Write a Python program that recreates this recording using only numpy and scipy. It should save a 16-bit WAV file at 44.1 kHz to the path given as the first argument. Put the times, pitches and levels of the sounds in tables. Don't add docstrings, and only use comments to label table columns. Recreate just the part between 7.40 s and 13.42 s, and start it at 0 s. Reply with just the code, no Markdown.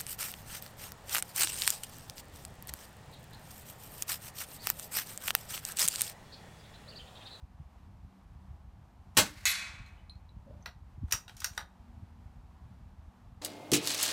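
import sys
import numpy as np
from scipy import signal
from scipy.fft import rfft, irfft
from scipy.io import wavfile
from scipy.ndimage import uniform_filter1d

SR = 44100
rng = np.random.default_rng(int(sys.argv[2]) if len(sys.argv) > 2 else 0)


def digitize_waveform(pressure):
    field = np.atleast_2d(pressure).T
    bounded = np.clip(field, -1, 1)
    quanta = np.round(bounded * 32767).astype(np.int16)
    wavfile.write(sys.argv[1], SR, quanta)


def volts(x):
    e = np.asarray(x, float) / 20
    return 10 ** e


N = 265305

# (time [s], ring level [dB], crack level [dB])
STRIKES = [
    (2.0545, -22.5, -14),
    (2.1038, -67, -23),
    (2.463, -67, -56),
]
# (frequency [Hz], level [dB], t60 [s])
STOCK_MODES = [(320, -22.5, 0.035), (593, -0.5, 0.01), (716, 2.5, 0.057), (1020, -44, 0.024),
               (1269, 11, 0.032), (1466, 21.5, 0.0085), (1977, 4.5, 0.04)]
# (frequency [Hz], level [dB], t60 [s])
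BREECH_MODES = [(2270, 1, 0.009), (2314, 2, 0.01), (3005, 8, 0.0086), (3023, 4, 0.014), (3850, 3.5, 0.0065),
                (4430, 2.5, 0.0048)]
# (frequency [Hz], level [dB], t60 [s])
BOLT_MODES = [(5290, 3, 0.005), (5560, 1, 0.035), (5720, 17, 0.009), (6255, 14, 0.003), (7390, 7, 0.0047),
              (8320, 10, .005)]


def rms_one(x):
    return x / np.sqrt(np.mean(x ** 2) + 1e-20)


def along(rows):
    s, db = np.transpose(rows)
    return volts(np.interp(np.arange(N) / SR, s, db, left=-200, right=-200))


def swelling(start, rise, hold, fall, level_db):
    corners = np.cumsum([start, rise, hold, fall])
    return along(np.transpose([corners, level_db - np.array([30, 0, 0, 30])]))


def bumps(rows, width_s):
    t = np.arange(0, N, 40) / SR
    swings = sum(db * np.exp(-((t - s) / width_s) ** 2) for s, db in rows)
    return np.interp(np.arange(N) / SR, t, swings)


def at_hz(points, hz):
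    table = np.array(points)
    return np.interp(np.log(hz), np.log(table[:, 0]), table[:, 1])


def coloured(x, spectrum):
    gain = volts(np.maximum(at_hz(spectrum, np.linspace(1, SR / 2, 4097)), -90))
    cepstrum = irfft(np.log(gain))
    cepstrum[1:4096] *= 2
    cepstrum[4097:] = 0
    response = irfft(np.exp(rfft(cepstrum)))
    response = response / np.sqrt(np.sum(response ** 2))
    return signal.fftconvolve(x, response)[:len(x)]


def drift(rate_hz):
    r = np.exp(-80 * np.pi * rate_hz / SR)
    noise = rng.standard_normal(N // 40 + 2002)
    slow = signal.lfilter([1], [1, -2 * r, r * r], noise)[2000:]
    return np.interp(np.arange(N) / 40, np.arange(len(slow)), rms_one(slow))


def ring(x, hz, t60):
    r, w = volts(-60 / (t60 * SR)), 2 * np.pi * hz / SR
    return signal.lfilter([0, np.sin(w)], [1, -2 * r * np.cos(w), r * r], x + 1e-18)


def filtered(x, order, hz, kind):
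    return signal.sosfilt(signal.butter(order, hz, kind, fs=SR, output="sos"), x)


def dying(decays, rise_s):
    t = np.arange(SR) / SR
    edges = 40 * 2 ** np.arange(0, 9, 1 / 3)
    white = rng.standard_normal((2, SR))
    out = 0
    for k, (low, high) in enumerate(zip(edges, edges[1:])):
        band = filtered(white[k % 2], 2, [low, high], "band")
        t60 = at_hz(decays, np.sqrt(low * high))
        out = out + band * volts(-60 * t / t60)
    return out * np.minimum(t / rise_s, 1)


def add(out, s, x):
    i = round(s * SR)
    out[i:i + len(x)] += x[:N - i]


def rifle_shot():
    # (time [s], peak level [dB], air level [dB], air t60 [s])
    pulses = [
        (1.749, -78.5, -64, 0.081),
        (1.7642, -69, -51, 0.053),
        (1.7697, -17, -19, 0.04),
        (1.773, -11.5, -13, 0.035),
        (1.7831, -17, -22, 0.056),
        (1.792, -21, -25, .055),
    ]
    # (frequency [Hz], level [dB per Hz])
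    blast_tone = [(40, -13.5), (90, -2.5), (180, 1.5), (270, 0.5), (370, -11), (520, -16), (640, -3.5),
                  (850, -11.5), (1500, -5.5), (3000, -8.5), (4200, -9.5), (6200, -7.5), (8500, -10.5),
                  (16000, -15)]
    out, t = np.zeros(N), np.arange(SR // 5) / SR
    for s, peak_db, air_db, t60 in pulses:
        n_wave = (t / 0.00011 - 1) * (t < .00024)
        air = rng.standard_normal(len(t)) * volts(-60 * t / t60)
        add(out, s, volts(peak_db + 2) * n_wave + volts(air_db) * air)
    return coloured(out, blast_tone)


def field_echo():
    # (start [s], rise [s], hold [s], fall [s], level [dB])
    echoes = [
        (1.79, .07, .005, .1, -44.5),
        (1.85, .12, .07, .4, -56),
    ]
    # (frequency [Hz], level [dB per Hz])
    echo_tone = [(290, -47), (500, -24), (578, -4), (678, -11.5), (750, -11), (1980, 0.5), (3250, -8),
                 (3980, -5), (16000, -21.5)]
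    level = sum(swelling(*echo) for echo in echoes)
    return level * volts(2 * drift(42)) * coloured(rng.standard_normal(N), echo_tone)


def spinner():
    plate_hz = [1202, 1106, 1410, 1744, 1967, 2040, 2117, 2145, 2270, 2406, 2592, 2770, 3028, 3429, 3459,
                3760, 3989, 4245, 4525, 4558, 5426, 5809, 6400, 6657, 6860, 7106, 7537, 7817]
    # (level [dB], t60 [s])
    plate_modes = [(-34, 0.64), (-32.5, 0.96), (-6.5, 1), (-18, .6), (5, 0.42), (5.5, 0.36), (6, 0.45),
                   (-0.5, 0.3), (-2.5, 1), (-24.5, 0.26), (12.5, 0.26), (-9, .6), (4, 0.28), (3.5, 0.64),
                   (-14, 0.94), (5, 0.33), (5, 0.59), (1.5, 0.35), (3, 0.55), (-28, 0.18), (-2, 0.48),
                   (-39, 0.18), (9.5, 0.15), (20.5, 0.035), (4, 0.2), (2, .2), (-14, 0.1), (8.5, 0.12)]
    # (frequency [Hz], level [dB per Hz])
    wash_tone = [(290, -69), (500, -31), (2070, -4.5), (2390, -7), (2540, -9), (3250, -12.5), (4150, -4.5),
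                 (4870, -10.5), (6140, -8), (13400, -15), (16000, -16.5)]
    # (frequency [Hz], t60 [s])
    wash_decay = [(600, 1.45), (1600, 0.86), (2500, 0.86), (4200, 0.6), (7000, 0.54), (11000, 0.4),
                  (15000, 0.19)]
    out = np.zeros(N)
    wash = coloured(dying(wash_decay, rise_s=0.00057), wash_tone)
    wash = wash * volts(drift(70)[:SR])
    crack = filtered(np.eye(1, 200)[0], 3, [900, 14000], "band")
    for s, ring_db, crack_db in STRIKES:
        add(out, s, volts(ring_db - 4.5) * wash)
        add(out, s, -volts(crack_db + 9) * crack)
    times, ring_levels, _ = np.transpose(STRIKES)
    at = [round(s * SR) for s in times]
    for hz, (level_db, t60) in zip(plate_hz, plate_modes):
        clicks = np.zeros(N)
        clicks[at] = volts(ring_levels + level_db - 18.5) * rng.choice([-1, 1])
        out += ring(clicks, hz, t60) * volts(2 * drift(48))
    return out


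def crossbar():
    # (frequency [Hz], level [dB], t60 [s])
    bar_modes = [
        (1095, -49, 1.0),
        (1109, -50, 1.0),
        (1570, -46, .9),
        (2117, -42, .6),
        (2312, -44, .8),
        (2335, -43, .95),
        (2537, -36, .92),
        (4245, -43, .5),
    ]
    click = np.zeros(N)
    click[round(STRIKES[0][0] * SR)] = 1
    return volts(2.5 * drift(9)) * sum(ring(volts(db) * click, hz, t60) for hz, db, t60 in bar_modes)


def fragment():
    # (start [s], rise [s], hold [s], fall [s], level [dB])
    whine = (2.073, .01, .032, .05, -37.5)
    start_hz, end_hz, sag_s = 14800, 10900, .02
    since = np.maximum(np.arange(N) / SR - whine[0], 0)
    pitch_hz = end_hz + (start_hz - end_hz) * np.exp(-since / sag_s)
    angle = 2 * np.pi * np.cumsum(pitch_hz) / SR
    rough = filtered(rng.standard_normal((2, N)), 2, 450, "low")
    return swelling(*whine) * rms_one(rough[0] * np.cos(angle) + rough[1] * np.sin(angle))


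def clinks():
    # (time [s], peak level [dB], frequency [Hz], t60 [s], overtone level [dB])
    touches = [
        (2.462, -49, 4120, .04, -22),
        (2.579, -60, 2970, 0.14, -32),
        (2.697, -40, 4110, 0.08, -14.5),
        (2.7551, -57.5, 4190, 0.083, -20),
        (2.8923, -50.5, 3936, 0.032, -26),
        (3.21, -69.5, 6030, 0.055, -34),
        (3.2254, -52, 6130, 0.042, -31),
    ]
    out, t = np.zeros(N), np.arange(SR // 3) / SR
    click = np.eye(1, len(t))[0]
    for s, peak_db, hz, t60, over_db in touches:
        group = ring(click, hz, t60) + .6 * ring(click, 1.02 * hz, t60) + 1.2 * ring(click, .95 * hz, .25 * t60)
        beside = .5 * ring(click, 1.11 * hz, .25 * t60) + .25 * ring(click, .77 * hz, .25 * t60)
        over = ring(click, 2.29 * hz, .5 * t60) + .7 * ring(click, 2.13 * hz, .25 * t60)
        clink = (group + beside + volts(over_db) * over) * np.minimum(t / .001, 1)
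        add(out, s - .0007, volts(peak_db - 6) * clink)
    return out


def body(x, modes):
    rings = 0
    for k, (hz, db, t60) in enumerate(modes):
        rings = rings + (-1) ** k * volts(db + rng.normal(0, 1.5)) * ring(x, hz, t60)
    broad = filtered(x, 2, [max(.8 * modes[0][0], 800), 1.15 * modes[-1][0]], "band")
    both = rings / np.max(np.abs(rings)) + 1.05 * broad / np.max(np.abs(broad))
    return both / np.max(np.abs(both))


def bolt_action():
    # (time [s], peak level [dB], stock level [dB], bolt level [dB])
    contacts = [(3.259, -26.5, -9.5, -17), (3.265, -34.5, -18, -16), (3.277, -56, -20, -19.5),
                (3.684, -68, 6, -28), (3.709, -32.5, -15, -15), (3.712, -31.5, -34, -5.5),
                (3.723, -12, -25, -7.5), (3.732, -29.5, -2, 0), (3.746, -35, -26.5, -11),
                (3.88, -34.5, -13, -19), (3.894, -34.5, -14, -21.5), (3.967, -42, -30, -4),
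                (3.978, -49, -35, -6), (4.003, -34.5, -39, -4), (4.018, -32.5, -11, -16),
                (4.044, -20, -11, -3), (4.177, -21, -7, -12.5), (4.188, -49.5, 0, -28),
                (4.211, -40.5, -4, -16)]
    contact_s, breech_db, tick_db = .003, -10.5, -4
    out, t = np.zeros(N), np.arange(SR // 5) / SR
    x = t / contact_s
    for s, peak_db, stock_db, bolt_db in contacts:
        impacts = rng.standard_normal(len(t)) * x * (np.exp(-2.2 * x) + 0.0094 * np.exp(-.25 * x))
        tick = filtered(impacts, 2, [7000, 15500], "band")
        parts = volts(stock_db) * body(impacts, STOCK_MODES)
        parts += volts(breech_db) * body(impacts, BREECH_MODES)
        parts += volts(bolt_db) * body(impacts, BOLT_MODES)
        parts += volts(bolt_db + tick_db) * tick / np.max(np.abs(tick))
        add(out, s - .0006, volts(peak_db + 5) * parts)
    return filtered(out, 2, 300, "high")


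def bolt_slide():
    # (start [s], stop [s], start level [dB], stop level [dB])
    strokes = [
        (3.66, 3.724, -92, -61),
        (3.88, 3.96, -67, -79),
        (3.965, 4.045, -69, -61),
        (4.1, 4.178, -72, -68),
    ]
    grit = rng.standard_normal(N) * volts(2.5 * drift(90))
    steel = rms_one(body(grit, STOCK_MODES + BREECH_MODES + BOLT_MODES))
    hiss = rms_one(filtered(grit, 1, [1000, 9000], "band"))
    level = sum(along([(start, start_db), (stop, stop_db)]) for start, stop, start_db, stop_db in strokes)
    return level * (1.14 * steel + hiss)


def hand():
    # (start [s], rise [s], hold [s], fall [s], level [dB])
    rub_swell = (3.045, .035, .045, .08, -57.5)
    rub = rng.standard_normal(N) * volts(3 * drift(50))
    hollow = rms_one(ring(ring(rub, 550, .025), 570, .015))
    shuffle = rms_one(ring(ring(rub, 200, .02), 260, .02))
    return swelling(*rub_swell) * (hollow + volts(1.5) * shuffle)


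def wind():
    # (frequency [Hz], level [dB per Hz])
    rumble_tone = [(12, -46.5), (20, -17.5), (46, 3), (75, 4.5), (160, -11), (193, -13.5), (211, -22.5),
                   (239, -22), (400, -39), (520, -62), (880, -120)]
    # (time [s], rise over the breeze [dB])
    gusts = [(.04, 6), (.21, 8), (.25, 10), (.48, 6.5), (.525, 4), (.65, 8.5), (.945, 3.5), (1.125, 10.5),
             (1.27, 4.5), (1.405, 1.5), (1.79, 11.5), (2.077, 4), (2.41, 12), (2.558, 3), (2.973, 12),
             (3.147, 9), (3.574, 9.5), (3.698, 2.5), (3.755, 13.5), (4.215, 0.5), (4.575, 7.5),
             (4.626, 8.5), (4.882, 10.5), (4.982, 8.5), (5.052, 3), (5.256, 8), (5.433, 2.5), (5.678, 11)]
    # (time [s], drop under the breeze [dB])
    lulls = [(.13, 5), (.31, 9.5), (.77, 15), (1.52, 8.5), (2.17, 7), (3.83, 8), (4.16, 3), (4.33, 10),
             (4.935, 6.5), (5.725, 15)]
    # (time [s], peak level [dB], frequency [Hz], length [s])
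    slaps = [
        (3.641, -26, 88, .034),
        (3.636, -36, 230, .009),
        (1.795, -40, 100, .06),
    ]
    breeze_db, gust_s, lull_s = -53.5, .024, .051
    lumps = coloured(rng.standard_normal(N) * volts(6.3 * drift(45)), rumble_tone)
    lumps = filtered(lumps, 2, 32, "high")
    evened = lumps / (uniform_filter1d(lumps ** 2, size=2600) + 1e-6) ** .33
    out = volts(breeze_db + bumps(gusts, gust_s) - bumps(lulls, lull_s)) * rms_one(evened)
    for s, peak_db, hz, length in slaps:
        t = np.arange(N) / SR - s
        swell = np.exp(-(2 * t / length) ** 2)
        glide = 1 - 8 * np.clip(t, -.05, .05)
        slap = volts(peak_db) * swell * np.sin(2 * np.pi * hz * t * glide)
        out = out * (1 - .9 * np.sqrt(swell)) - slap
    return out


def road():
    # (frequency [Hz], level [dB per Hz])
    tyre_tone = [(88, -24), (150, -14), (193, -7), (240, -8.5), (259, -11), (431, -20.5), (589, -19.5),
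                 (730, -13.5), (941, -14.5), (1100, -18.5), (1980, -27), (9260, -41.5), (10400, -43.5),
                 (14200, -44), (16000, -59.5)]
    road_db, whine_db, engine_db = -71.6, -10.5, -68.5
    engine_hz, engine_width_hz = 191.2, 7.8
    tyres = coloured(rng.standard_normal(N), tyre_tone + [(20000, -93.5)]) * volts(6 + .8 * drift(3))
    whine = 0
    for hz in (700, 850, 980, 1120):
        whine = whine + volts(4 * drift(2)) * rms_one(ring(rng.standard_normal(N), hz, .03))
    engine = rms_one(ring(rng.standard_normal(N), engine_hz, 4 / engine_width_hz))
    return volts(road_db) * (tyres + volts(whine_db) * whine) + volts(engine_db + 1.1 * drift(.7)) * engine


def second_engine():
    level = swelling(start=4.1, rise=.4, hold=1.6, fall=.5, level_db=-68)
    return level * rms_one(ring(rng.standard_normal(N), hz=236, t60=1.0))


def reflected(x, tail, wet_db):
    return x + volts(wet_db) * signal.fftconvolve(x, tail)[:N]


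def scene():
    # (frequency [Hz], t60 [s])
    shelter_decay = [(80, 0.15), (300, 0.24), (800, 0.21), (2000, 0.12), (5000, 0.15), (13000, 0.099)]
    # (frequency [Hz], t60 [s])
    yard_decay = [(300, .3), (2000, .3), (6000, 0.26), (14000, .25)]
    tail = dying(shelter_decay, rise_s=.005) * volts(2 * drift(250)[:SR])
    near = reflected(rifle_shot(), tail, wet_db=-22)
    near = near + reflected(bolt_action() + bolt_slide() + hand(), tail, wet_db=-32)
    far = field_echo() + spinner() + crossbar() + fragment() + reflected(clinks(), tail, wet_db=-34.5)
    background = wind() + road() + second_engine()
    near = reflected(near, dying(yard_decay, rise_s=.02), wet_db=-45.5)
    return (near + far + background)[None]


def top_cut(x):
    return signal.sosfilt(signal.butter(12, 16820, fs=SR, output="sos"), x)


def record(dry):
    rounded = .65 * np.tanh(dry / .65)
    low_pass = signal.cheby2(10, 50, 16600, fs=SR, output="sos")
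    return top_cut(signal.sosfilt(low_pass, rounded))


dry = scene()
out = record(dry)
digitize_waveform(out)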